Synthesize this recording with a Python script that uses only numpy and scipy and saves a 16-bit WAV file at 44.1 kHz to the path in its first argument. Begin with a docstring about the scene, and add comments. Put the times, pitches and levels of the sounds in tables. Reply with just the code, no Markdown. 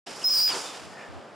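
"""On a windy hilltop, model gliders dive past. Air crossing an edge on the first one whistles near 5 kHz,
clean at first, then rough as higher tones compete, and loud enough to overload the microphone.
Air rushing over the wings makes a whoosh. The whistle drops in pitch and the hiss dulls with
distance, leaving faint lower whistles over the wind."""
import sys
import numpy as np
from scipy import signal
from scipy.fft import rfft, irfft
from scipy.io import wavfile

SR = 44100
rng = np.random.default_rng(int(sys.argv[2]) if len(sys.argv) > 2 else 0)


def generate_wav(signal):
    """Clip the signal to [-1, 1] and save it as 16-bit WAV at the path in sys.argv[1]."""
    frames = np.transpose(np.atleast_2d(signal))
    scaled = np.clip(frames, -1, 1) * 32767
    pcm = np.round(scaled).astype(np.int16)
    wavfile.write(sys.argv[1], SR, pcm)


N = 59535
T = np.arange(N) / SR
OPPOSITE = np.array([[1], [-1]])  # adds a signal on the left and subtracts it on the right


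def gain(db):
    """Turn decibels into a number to multiply by."""
    return 10 ** (np.asarray(db) / 20)


def curve(table, column=1):
    """Join the points in one column of a table with straight lines over time."""
    rows = np.array(table, float)
    return np.interp(T, rows[:, 0], rows[:, column])


def colour(sound, points):
    """Make some frequencies louder and others softer, following (f/Hz, level/dB) points."""
    hz, db = np.array(points, float).T
    freqs = np.fft.rfftfreq(N, 1 / SR)
    levels_db = np.interp(np.log(freqs + 1), np.log(hz), db)
    return irfft(rfft(sound) * gain(levels_db), N)


def normalise(sound):
    """Scale a signal to an average power of 1."""
    return sound / np.sqrt(np.mean(np.abs(sound) ** 2))


def wander(rate):
    """A smooth random wobble of typical size 1 that changes about `rate` times a second."""
    freqs = np.fft.rfftfreq(N, 1 / SR)
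    return normalise(irfft(rfft(rng.standard_normal(N)) * np.exp(-(freqs / rate) ** 2), N))


def tone(hz):
    """A tone whose pitch may move, as a point going round a circle; its .real part is the sound."""
    return np.exp(2j * np.pi * np.cumsum(hz + np.zeros(N)) / SR)


def breathy_tone(hz, width_hz):
    """A tone that wavers in strength and timing; the wider it is, the more it sounds like noise."""
    return (wander(width_hz / 2) + 1j * wander(width_hz / 2)) * tone(hz)


def air_noise(points):
    """The noise of swirling air in a given colour, a little different on the left and right."""
    # level of the side (opposite) part against the mid (shared) part: f/Hz, level/dB
    stereo_width = [(40, 9), (110, -7), (250, -13), (600, -10), (2000, -11.5), (5500, -11.5), (9000, -6),
                    (14000, -3)]
    mid = colour(rng.standard_normal(N), points)
    side = colour(colour(rng.standard_normal(N), points), stereo_width)
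    return (mid + side * OPPOSITE) / np.std(mid)


def swell(at, rise, fall):
    """A bell-shaped rise and fall in loudness that peaks at time `at`; all in seconds."""
    return np.exp(-.5 * ((T - at) / np.where(T < at, rise, fall)) ** 2)


def wind():
    """Wind blows over the slope; low gusts push the microphone's two sides mostly in opposite ways."""
    # colour of the steady wind: f/Hz, level/dB
    wind_colour = [(20, -33), (60, -28), (150, -4), (300, -1.5), (650, 1), (1000, -2.5), (1500, -6),
                   (2500, -15.5), (5000, -27.5), (11000, -52), (15000, -75)]
    # strength of the steady wind: t/s, level/dB
    wind_level = [(.07, -42.5), (.2, -46.5), (.45, -47.5), (.8, -46.5), (1.18, -46.5), (1.35, -48)]
    # gusts hitting the microphone: t/s, rise/s, fall/s, level/dB
    gusts = [(.085, .015, 0.064, -61.5), (.37, 0.039, 0.09, -53), (.585, .02, .015, -57),
             (.815, 0.012, 0.022, -52.5), (.86, 0.012, .015, -50), (.92, 0.024, 0.025, -57),
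             (1.09, 0.0062, 0.018, -47.5), (1.19, 0.041, .012, -45), (1.345, 0.0084, .012, -57)]
    # colour of a gust's rumble: f/Hz, level/dB
    gust_colour = [(20, -15), (50, -15), (90, 5), (160, -11.5), (300, -7), (600, -28), (3000, -73)]
    sway_db, shared_db = -0.57, -10.5
    steady = air_noise(wind_colour) * gain(curve(wind_level) + sway_db * wander(25))
    gust_strength = sum(swell(at, rise, fall) * gain(db) for at, rise, fall, db in gusts)
    mid, side = (normalise(colour(rng.standard_normal(N), gust_colour)) for _ in range(2))
    return steady + gust_strength * (gain(shared_db) * mid + side * OPPOSITE)


def faint_tones():
    """Faint breathy tones come and go; a high rasp sounds while the whistle overloads the microphone."""
    # one tone or rasp a row: loudest t/s, rise/s, fall/s, f/Hz, glide/(Hz/s), width/Hz, level/dB
    tones = [(.226, 0.0093, 0.011, 2830, -6, 800, -44), (.388, .035, 0.026, 8590, -3000, 850, -31.5),
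             (.511, 0.011, 0.009, 3006, -16000, 110, -34.5), (0.681, 0.045, 0.039, 3570, -500, 380, -46.5),
             (.995, 0.044, 0.07, 1800, -250, 194, -47.5), (1.005, 0.026, 0.036, 2366, 2, 1120, -51)]
    sound = np.zeros(N)
    for at, rise, fall, hz, glide, width, db in tones:
        gliding_hz = hz + glide * np.clip(T - at, -3 * rise, 3 * fall)
        sound += breathy_tone(gliding_hz, width).real * swell(at, rise, fall) * gain(db)
    return sound


def wing_rush():
    """Air over the wings hisses on approach, whooshes overhead with a puff of wake, then dulls."""
    # loudness of the three parts of the rush: t/s, body level/dB, middle level/dB, hiss level/dB
    levels = [(.07, -52, -42.5, -45.5), (.2, -50, -50, -44.5), (.38, -39, -39.5, -31),
              (.468, -44.5, -37, -31.5), (.505, -36, -33.5, -34.5), (.565, -34, -40, -34.5),
              (.6, -37.5, -42, -35), (.68, -46, -44.5, -41.5), (.76, -47.5, -45, -46.5),
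              (.89, -60, -54.5, -54.5), (1.0, -48, -54, -56.5), (1.1, -51.5, -56, -60),
              (1.35, -62, -62.5, -66.5)]
    # colours of the low body, the middle and the high hiss: f/Hz, level/dB
    body = [(60, -27), (180, -14), (380, -4), (800, 0), (1350, -1.5), (2000, -17.5), (4000, -25),
            (12000, -75)]
    middle = [(700, -34), (1500, -1), (2100, 0), (2900, 2.5), (3600, -0.5), (4400, 1), (7000, -21),
              (14000, -74)]
    hiss = [(2000, -50), (3800, -6), (5000, 3.5), (7300, -1), (9500, -8), (11500, -19.5), (13300, -27),
            (14500, -50), (16000, -65)]
    flicker_db = 1.07 * wander(105)
    rush = sum(air_noise(part) * gain(curve(levels, column) + flicker_db)
               for column, part in enumerate((body, middle, hiss), start=1))
    wake_s, wake_hz, wake_db = .566, 398, -29.5  # the wake is the stirred air behind a wing
    puff = np.sin(2 * np.pi * wake_hz * (T - wake_s)) * swell(wake_s, rise=.002, fall=.004)
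    return rush + puff * gain(wake_db)


def edge_whistle():
    """Air crossing an edge makes a wavering tone; unsteady tones just above it clash and sound rough."""
    # pitch of the clean tone: t/s, f/Hz
    pitch = [(.24, 5110), (.27, 5135), (.315, 5040), (.35, 4900), (.385, 4795), (.41, 4830), (.435, 4945),
             (.474, 5020), (.487, 4790), (.496, 4830), (.504, 5060), (.52, 4770), (.531, 4520), (.56, 4370)]
    # loudness of the whistle: t/s, clean level/dB, rough level/dB
    levels = [(.234, -56, -52), (.243, -26, -32), (.251, -21, -28), (.261, -15, -35), (.276, -15, -33),
              (.288, -21, -22), (.3, -33, -26), (.306, -19, -24), (.34, -21.5, -20), (.385, -16.5, -15.5),
              (.43, -17, -17), (.452, -16, -22), (.472, -15.5, -28), (.493, -25, -29), (.503, -24, -28),
              (.512, -45, -34), (.522, -28, -33), (.532, -32, -42), (.543, -35, -47), (.565, -60, -66),
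              (.62, -90, -90)]
    # the competing tones: f above the clean tone/Hz, width/Hz, relative level/dB
    upper_tones = [(225, 80, 0), (450, 70, -3), (370, 460, 0), (0, 500, -15)]
    waver_hz, flutter_db, wobbles_per_s = 32, 1.9, 170
    left_delay_s = .00001
    hz = curve(pitch) + waver_hz * wander(wobbles_per_s)
    clean = tone(hz) * gain(curve(levels, column=1) + flutter_db * wander(wobbles_per_s))
    upper = sum(gain(db) * breathy_tone(hz + above, width) for above, width, db in upper_tones)
    rough = normalise(upper) * gain(curve(levels, column=2))
    right = np.sqrt(2) * (clean + rough)  # makes up for the power that .real drops
    left = right * np.exp(-2j * np.pi * hz * left_delay_s)
    return np.array([left, right]).real


def scene():
    """Gliders and wind in the open air, with no echo."""
    return edge_whistle() + faint_tones() + wing_rush() + wind()


def record(dry):
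    """The microphone starts after a moment, overloads on the whistle and turns itself down a little."""
    # how the microphone colours the sound: f/Hz, level/dB
    mic_colour = [(20, 2.5), (3500, 0), (4100, -3.5), (4450, -3.5), (4800, 0.4), (5200, -0.5), (5600, -1.9),
                  (6300, -4), (7300, .5), (8200, -2.5), (9400, 2), (10300, 0), (11400, 3), (12500, 1.5),
                  (15500, -1)]
    # stereo balance: t/s, left minus right level/dB
    balance = [(.07, -1.7), (.4, -0.3), (.56, -1.5), (.9, -0.1), (1.35, .3)]
    overload, lopsided, hardness = 0.12, 0.0012, 6.
    cut_db, follow_s = 2, 0.054  # the volume cut at full overload, and how slowly it follows
    start_s, fade_s, top_hz = 0.061, 0.012, 15800
    # squash the peaks at four times the sample rate, which keeps false tones down
    fine = signal.resample_poly(dry, up=4, down=1, axis=1, padtype="edge")
    ceiling = overload * (1 + lopsided * np.sign(fine))
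    squashed = fine / (1 + np.abs(fine / ceiling) ** hardness) ** (1 / hardness)
    heard = colour(signal.resample_poly(squashed, up=1, down=4, axis=1, padtype="edge"), mic_colour)
    step = 1 / (follow_s * SR)
    recent_load = signal.lfilter([step], [1, step - 1], np.abs(heard).mean(axis=0)) / overload
    volume = gain(curve(balance) * OPPOSITE / 2 - cut_db * recent_load)
    fade_in = np.clip((T - start_s) / fade_s, 0, 1)
    treble_cut = signal.ellip(10, .2, 80, top_hz, fs=SR, output="sos")
    return signal.sosfilt(treble_cut, heard * volume * fade_in)


dry = scene()
out = record(dry)
generate_wav(out)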